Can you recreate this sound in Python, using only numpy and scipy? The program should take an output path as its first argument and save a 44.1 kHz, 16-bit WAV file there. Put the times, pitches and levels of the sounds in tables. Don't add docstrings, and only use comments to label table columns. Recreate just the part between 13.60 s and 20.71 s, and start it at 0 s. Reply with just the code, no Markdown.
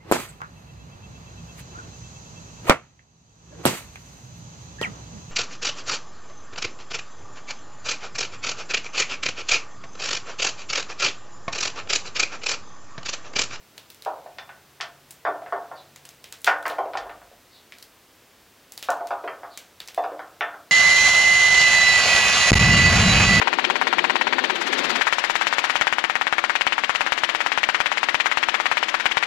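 import sys
import numpy as np
from scipy import signal
from scipy.fft import rfft, irfft
from scipy.io import wavfile

SR = 44100
rng = np.random.default_rng(int(sys.argv[2]) if len(sys.argv) > 2 else 0)


def inscribe(sig):
    pcm = np.round(np.clip(np.atleast_2d(sig).T, -1, 1) * 32767)
    wavfile.write(sys.argv[1], SR, pcm.astype(np.int16))


N = 313551

# (frequency [Hz], relative level [dB])
AIR_SPECTRUM = [(15, -36), (30, -2), (50, -3.5), (90, 6), (130, 1.5), (330, 4), (700, 1), (1100, -0.5),
                (2000, -2), (3200, -3.5), (6000, -7.5), (10000, -12), (15800, -10.5)]
# (frequency [Hz], side minus mid [dB])
AIR_SIDE = [(40, -40), (120, -21.5), (300, -22.5), (1000, -24), (2500, -20.5), (6000, -10), (10000, -5.5),
            (15000, -6)]
# (time [s], level [dB])
MOTOR_ENVELOPE = [(0.1, -73), (1.51, -64), (2.09, -68), (2.39, -60), (2.58, -70), (3.53, -70), (3.88, -84),
                  (3.9, -96)]
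# (time [s], level [dB], length [s])
BIRD_CHIRPS = [(2.148, -43.5, 0.061), (3.891, -47.5, 0.11), (5.891, -46.5, 0.094)]
# (frequency [Hz], gain [dB])
PORCH_GAIN = [(200, 1.4), (700, 6), (2500, 8.4), (5000, 3.8), (9000, 2), (15000, 3.7)]
# (frequency [Hz], t60 [s])
PORCH_T60 = [(300, 0.51), (2500, 0.26), (7000, 0.27), (14000, 0.22)]
# (frequency [Hz], gain [dB])
POD_GAIN = [(150, -20), (500, -6.5), (1200, -11), (2200, -6), (4000, -3.5), (7000, -4), (15000, -6.5)]
# (time [s], level [dB], crack pitch [Hz], treble [dB], nominal tearing time [ms])
POD_CUTS = [(0.179, -40.5, 3470, -6, 5.1), (0.302, -43.5, 4060, 4, 4), (0.3459, -51, 5000, 7, 2.1),
            (0.4227, -43, 4070, 1, 1.4), (0.4498, -45.5, 2960, -7, 1.7), (1.508, -40, 7960, 8, 8.8),
            (2.3607, -45, 7400, -6, 3.4), (2.4525, -43.5, 8600, -4, 6.5), (2.49, -44.5, 6040, 1, 4.1),
            (2.642, -42, 3230, -5, 2.4), (2.7247, -37, 7700, -4.5, 3.4), (2.8174, -49, 7400, 20, 2.4),
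            (2.8448, -27, 3550, 2, 3.3), (3.0272, -47, 3480, 1, 0.81), (3.0631, -38.5, 2090, -9, 8),
            (3.08, -37, 2100, 11, 2.8), (3.1003, -38, 4500, -24, 0.78), (4.1223, -42, 2130, -20, 0.88),
            (4.185, -49, 4400, 1, 1.7), (4.226, -42.5, 4570, 4, 5.5), (5.1216, -40, 7800, 8, .83),
            (5.177, -36, 4400, 2.5, 1.5), (5.227, -34, 3640, -3, 0.97), (5.304, -35, 7200, -2, 0.73),
            (5.472, -43, 8100, -4.5, 0.33), (5.9747, -35.5, 6900, -2.5, 5.5), (6.203, -35, 3980, -9, 1.7),
            (6.276, -42, 5900, 0, 3.9), (6.285, -39.5, 6000, -10, 3), (6.3463, -43, 3460, 3, 1.2)]
# (time [s], level [dB], contact time [ms], low-end weight [dB], pitch favoured by the spot [Hz])
BOWL_LANDINGS = [(0.461, -25.5, 0.87, -4.5, 940), (0.659, -40, 1.31, -24, 690),
                 (0.785, -36.5, 0.17, -1, 1790), (0.892, -41.5, 0.36, -7, 1790),
                 (1.203, -35.5, 0.36, -7.5, 3680), (1.21, -29, 0.13, -12.5, 3340),
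                 (1.651, -25, .63, -14, 700), (1.672, -21.5, 0.91, -7, 677), (1.819, -39, 1.7, -21, 653),
                 (1.862, -40, 0.38, 3, 1570), (1.924, -24.5, 0.69, -6, 1106), (2.115, -36.5, 0.73, -1, 734),
                 (2.868, -26.5, 0.042, -2, 1490), (2.875, -14, 0.43, -10, 1480),
                 (3.055, -25, 0.47, -16, 1250), (3.105, -31, 0.7, 3, 704), (3.184, -23.5, 1.01, -16.5, 656),
                 (3.256, -32, 1.9, -28, 690), (3.335, -35, 0.25, 7, 665), (3.353, -27, 0.85, -27, 766),
                 (3.373, -30.5, 0.11, 10, 1740), (3.457, -40.5, 0.69, 7, 740),
                 (3.495, -39.5, 0.31, 7, 1230), (3.617, -48, 0.57, -8, 700), (3.714, -51.5, 1.84, -17, 710),
                 (5.287, -19.5, 0.83, -15, 704), (5.408, -30.5, 1.02, -1, 690),
                 (5.507, -26, 0.89, -30, 1240), (5.64, -31.5, 2.11, -26, 650),
                 (5.677, -30.5, 0.46, -12, 1290), (5.833, -36, 0.64, -7, 1200),
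                 (6.377, -20.5, 1.2, -19, 703), (6.439, -27.5, 0.86, -44, 680),
                 (6.517, -36, 1.97, -11, 714), (6.593, -34, 0.64, -41, 1300),
                 (6.809, -23, 0.38, -14.5, 1330), (6.94, -41, 0.65, -11, 1290)]
# (frequency [Hz], relative level [dB], t60 [s])
CLEAR_MODES = [(287, -26, .7), (304, -20.5, 1.05), (392, -10, .4), (437, -15, .35), (469, -14, .35),
               (547, -9.5, .35), (625, -7, .35), (693, 0, .5), (711, -5, .35), (769, -4, .4),
               (806, -6, .35), (831, -7, .35), (912, -8, .4), (958, -7, .4), (1018, -9, .35),
               (1048, -9, .35), (1084, -7, .35), (1154, -7.5, .35), (1307, -8, .35), (1385, -7, .35),
               (1446, -4, .4), (1490, -3, .4), (1789, -7, .45), (1802, -3, .45), (2055, -9, .3),
               (2400, -13, .3), (2700, -13, .3), (3140, -8, .33), (3526, -4.5, .38)]
# (frequency [Hz], gain [dB])
BOWL_GAIN = [(50, -54), (130, -31), (220, -52), (320, -18.5), (420, -9.5), (550, -2), (720, 1.5),
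             (1000, -1.5), (1500, -0.5), (2000, 1), (2700, -2.5), (3500, -4), (5000, -1.5), (8000, -14),
             (15000, -29)]
# (frequency [Hz], t60 [s])
WEAK_MODE_T60 = [(300, 0.61), (800, 0.52), (2000, 0.26), (5000, 0.19), (14000, 0.13)]

AIR_DB = -55
MOTOR_HZ, MOTOR_WAVER_RMS_HZ, MOTOR_TRIM_DB = 142, 1.18, -2
RUMBLE_AT_S, RUMBLE_PEAK_DB, RUMBLE_RISE_DB_PER_S, RUMBLE_FALL_DB_PER_S = 3.42, -60, 120, 35
CHIRP_START_HZ, CHIRP_END_HZ = 4870, 3240
HARD_FALL_DB, FLESH_MS = -27, .3
SLAP_S, SLAP_DB, SLAP_WEIGHT_DB = .012, -29.5, 10
TUMBLE_S, TUMBLE_DB = .11, -49.5
CUTOFF_HZ = 16000

RING_SIZE = 24576
AGE_S = np.arange(RING_SIZE) / SR
RING_HZ = np.fft.rfftfreq(RING_SIZE, 1 / SR)
OCTAVE = np.log2(RING_HZ + 1)
TIME_S = np.arange(N) / SR
SCENE_HZ = np.fft.rfftfreq(N, 1 / SR)


def from_db(db):
    return 10 ** (np.asarray(db) / 20)


def unit_energy(x):
    return x / np.sqrt(np.sum(x ** 2) + 1e-20)


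def rms_one(x):
    return x / np.sqrt(np.mean(x ** 2) + 1e-20)


def at_hz(points, hz):
    known_hz, values = np.transpose(points)
    return np.interp(np.log(np.maximum(hz, 1)), np.log(known_hz), values)


def add(track, s, sound):
    start = max(int(round(s * SR)), 0)
    track[start:start + len(sound)] += sound[:N - start]


def causal(db):
    cepstrum = irfft(np.log(from_db(db)))
    index = np.arange(RING_SIZE)
    fold = 1 + np.sign(RING_SIZE // 2 - index) * (index > 0)
    return np.exp(rfft(cepstrum * fold))


def dying_noise(decay, count=5):
    white = rfft(rng.standard_normal(RING_SIZE))
    centres_hz = np.geomspace(500, 12000, count)
    band = np.searchsorted(np.sqrt(centres_hz[1:] * centres_hz[:-1]), RING_HZ)
    ring = np.zeros(RING_SIZE)
    for k, hz in enumerate(centres_hz):
        fade = np.exp(-np.log(1000) * AGE_S / at_hz(decay, hz))
        ring += irfft(white * (band == k)) * fade
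    return rfft(unit_energy(ring))


def coloured_noise(spectrum):
    white = rfft(rng.standard_normal(N))
    return rms_one(irfft(white * from_db(at_hz(spectrum, SCENE_HZ)), N))


def scatter(delay_s, spread_s):
    late = np.clip((AGE_S - delay_s) / spread_s, 0, 20)
    return rfft(unit_energy(rng.standard_normal(RING_SIZE) * (late > 0) * np.exp(-late)))


def air():
    mid = coloured_noise(AIR_SPECTRUM)
    side = irfft(rfft(coloured_noise(AIR_SPECTRUM)) * from_db(at_hz(AIR_SIDE, SCENE_HZ)), N)
    return from_db(AIR_DB) * np.array([mid + side, mid - side])


def rumble():
    since_s = TIME_S - RUMBLE_AT_S
    swell_db = np.minimum(RUMBLE_RISE_DB_PER_S * since_s, -RUMBLE_FALL_DB_PER_S * since_s)
    noise = coloured_noise([(15, -27), (45, -2.5), (85, -8), (160, -22), (500, -60)])
    return from_db(RUMBLE_PEAK_DB + swell_db) * noise


def far_motor():
    hz = MOTOR_HZ + MOTOR_WAVER_RMS_HZ * coloured_noise([(2, 0), (20, -40), (200, -120)])
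    hum = rms_one(np.sin(2 * np.pi * np.cumsum(hz) / SR))
    level_db = np.interp(TIME_S, *np.transpose(MOTOR_ENVELOPE))
    return from_db(level_db + MOTOR_TRIM_DB) * hum


def bird(trim_db=-3.0, echo_s=0.038, rasp_rms_hz=450, rasp_s=0.00075):
    out = np.zeros(N)
    smoother = [1, -np.exp(-1 / (rasp_s * SR))]
    for s, db, length_s in BIRD_CHIRPS:
        progress = np.clip(AGE_S / length_s, 0, 1)
        rasp = rms_one(signal.lfilter([1], smoother, rng.standard_normal(RING_SIZE)))
        glide_hz = CHIRP_START_HZ + (CHIRP_END_HZ - CHIRP_START_HZ) * progress
        phase = 2 * np.pi * np.cumsum(glide_hz + rasp_rms_hz * rasp) / SR
        note = np.sin(phase) * np.sin(np.pi * progress)
        add(out, s, from_db(db + trim_db) * irfft(rfft(note) * scatter(0, echo_s)))
    return out


def porch():
    return dying_noise(PORCH_T60) * causal(at_hz(PORCH_GAIN, RING_HZ))


def stray_fibres(trim_db=4, spread_db=4, lag_s=0.018, scatter_s=0.039, tail_db=-7, count=4):
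    ticks = np.zeros(N)
    fade = np.linspace(1, 0, 48) ** 2
    for s, db, *_ in POD_CUTS:
        for when, size in rng.standard_normal((count, 2)):
            strength = from_db(min(db, -38) + trim_db + spread_db * min(size, 1.5))
            tick = unit_energy(rng.standard_normal(48) * fade)
            add(ticks, max(s + lag_s + scatter_s * when, 0), strength * tick)
    highpass = RING_HZ / (RING_HZ - 2500j)
    pod = causal(at_hz(POD_GAIN, RING_HZ))
    skin = unit_energy(irfft(pod * highpass * (1 + from_db(tail_db) * porch())))
    return signal.fftconvolve(ticks, skin)[:N]


def pod_cracks(trim_db=1.5, peak_db=7, peak_octaves=0.31, treble_hz=6500, treble_trim_db=-4,
               fibre_spread_db=4, first_db=-3, wall_db=-11, wall_s=0.014, wall_spread_s=0.0072,
               tail_db=-6, side_db=-14, side_spread_s=0.0015, attack_s=0.0061):
    mid, side = np.zeros(N), np.zeros(N)
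    top = RING_HZ ** 4 / (RING_HZ ** 4 + treble_hz ** 4)
    for s, db, hz, bright_db, ms in POD_CUTS:
        tear_s = 0.9 * max(ms, .5) / 1000
        fibre_sizes = from_db(fibre_spread_db * rng.standard_normal(RING_SIZE))
        fibres = rng.standard_normal(RING_SIZE) * fibre_sizes
        tearing = unit_energy(fibres * np.exp(-np.minimum(AGE_S / tear_s, 10) ** 2))
        first_snap = from_db(first_db) * (AGE_S == 0)
        burst = unit_energy(tearing + first_snap)

        hollow_db = peak_db * np.exp(-((OCTAVE - np.log2(hz)) / peak_octaves) ** 2)
        pod = causal(at_hz(POD_GAIN, RING_HZ) + hollow_db + (bright_db + treble_trim_db) * top)
        crack = rfft(burst) * pod
        strength = from_db(db + trim_db) / np.sqrt(np.mean(irfft(crack)[AGE_S < attack_s] ** 2))

        echoes = from_db(wall_db) * scatter(wall_s, wall_spread_s) + from_db(tail_db) * porch()
        diffuse = pod * from_db(-.5 * hollow_db)
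        add(mid, s, strength * irfft(crack + diffuse * echoes))
        widening = pod * np.sqrt(top) * scatter(0, side_spread_s)
        add(side, s, strength * from_db(side_db) * irfft(widening))
    return np.array([mid + side, mid - side])


def strikes():
    rows = list(BOWL_LANDINGS)
    for s, db, ms, weight_db, spot_hz in BOWL_LANDINGS:
        slap_late, tumble_late = rng.uniform(-1, 1, 2)
        if db > HARD_FALL_DB and ms > FLESH_MS:
            slap_at_s = s + SLAP_S * (1 + 0.101 * slap_late)
            tumble_at_s = s + TUMBLE_S * (1 + .3 * tumble_late)
            rows.append((slap_at_s, SLAP_DB, ms, weight_db + SLAP_WEIGHT_DB, spot_hz))
            rows.append((tumble_at_s, TUMBLE_DB, ms, weight_db, spot_hz))
    return rows


def contact(ms, weight_db, roundness=1.45, shelf_hz=900):
    progress = np.clip((AGE_S + .5 / SR) * 1000 / ms, 0, 1)
    push = np.abs(np.sin(np.pi * progress)) ** roundness
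    spread = from_db(weight_db / 2)
    low_shelf = (1j * RING_HZ + shelf_hz * spread) / (1j * RING_HZ + shelf_hz / spread)
    return rfft(push) * low_shelf


def bowl(modes_db=-3, knock_db=-3.5, flutter_db=-2.0, flutter_s=0.016, spot_db=5, spot_octaves=0.091,
         vary_db=5.5, favour_db=2.5, sustain=0.72, detune=0.0025, attack_s=0.022):
    out = np.zeros(N)
    hz, mode_db, t60_s = np.transpose(CLEAR_MODES)
    fades = np.exp(-np.log(1000) * AGE_S / (sustain * t60_s[:, None])).astype(np.float32)
    turns = (2 * np.pi * hz[:, None] * AGE_S).astype(np.float32)
    radiated = (RING_HZ / (RING_HZ - 200j)) ** 2
    colour = causal(at_hz(BOWL_GAIN, RING_HZ))
    for s, db, ms, weight_db, spot_hz in strikes():
        favoured_db = favour_db * np.exp(-(np.log2(hz / spot_hz) / spot_octaves) ** 2)
        varied_db = vary_db * rng.standard_normal(len(hz))
        signs = rng.choice([-1, 1], len(hz))
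        strengths = from_db(mode_db + favoured_db + varied_db) * signs
        load = (1 + detune * rng.standard_normal((len(hz), 1))).astype(np.float32)
        rings = strengths @ (np.cos(turns * load) * fades)

        spot = causal(spot_db * np.exp(-((OCTAVE - np.log2(spot_hz)) / spot_octaves) ** 2))
        flutter = from_db(flutter_db) * scatter(0, flutter_s)
        spreading = from_db(knock_db) + flutter + dying_noise(WEAK_MODE_T60)
        crowd = unit_energy(irfft(colour * spot * spreading))

        body = crowd + from_db(modes_db) * unit_energy(rings)
        hit = irfft(rfft(body) * radiated * contact(ms, weight_db))
        attack_rms = np.sqrt(np.mean(hit[AGE_S < attack_s] ** 2))
        add(out, s, from_db(db) * hit / attack_rms)
    return out


def scene():
    background = air() + rumble() + far_motor() + bird()
    return background + stray_fibres() + pod_cracks() + bowl()


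def record(dry):
    lowpass = signal.ellip(12, .1, 80, CUTOFF_HZ, fs=SR, output="sos")
    return signal.sosfilt(lowpass, dry)


dry = scene()
out = record(dry)
inscribe(out)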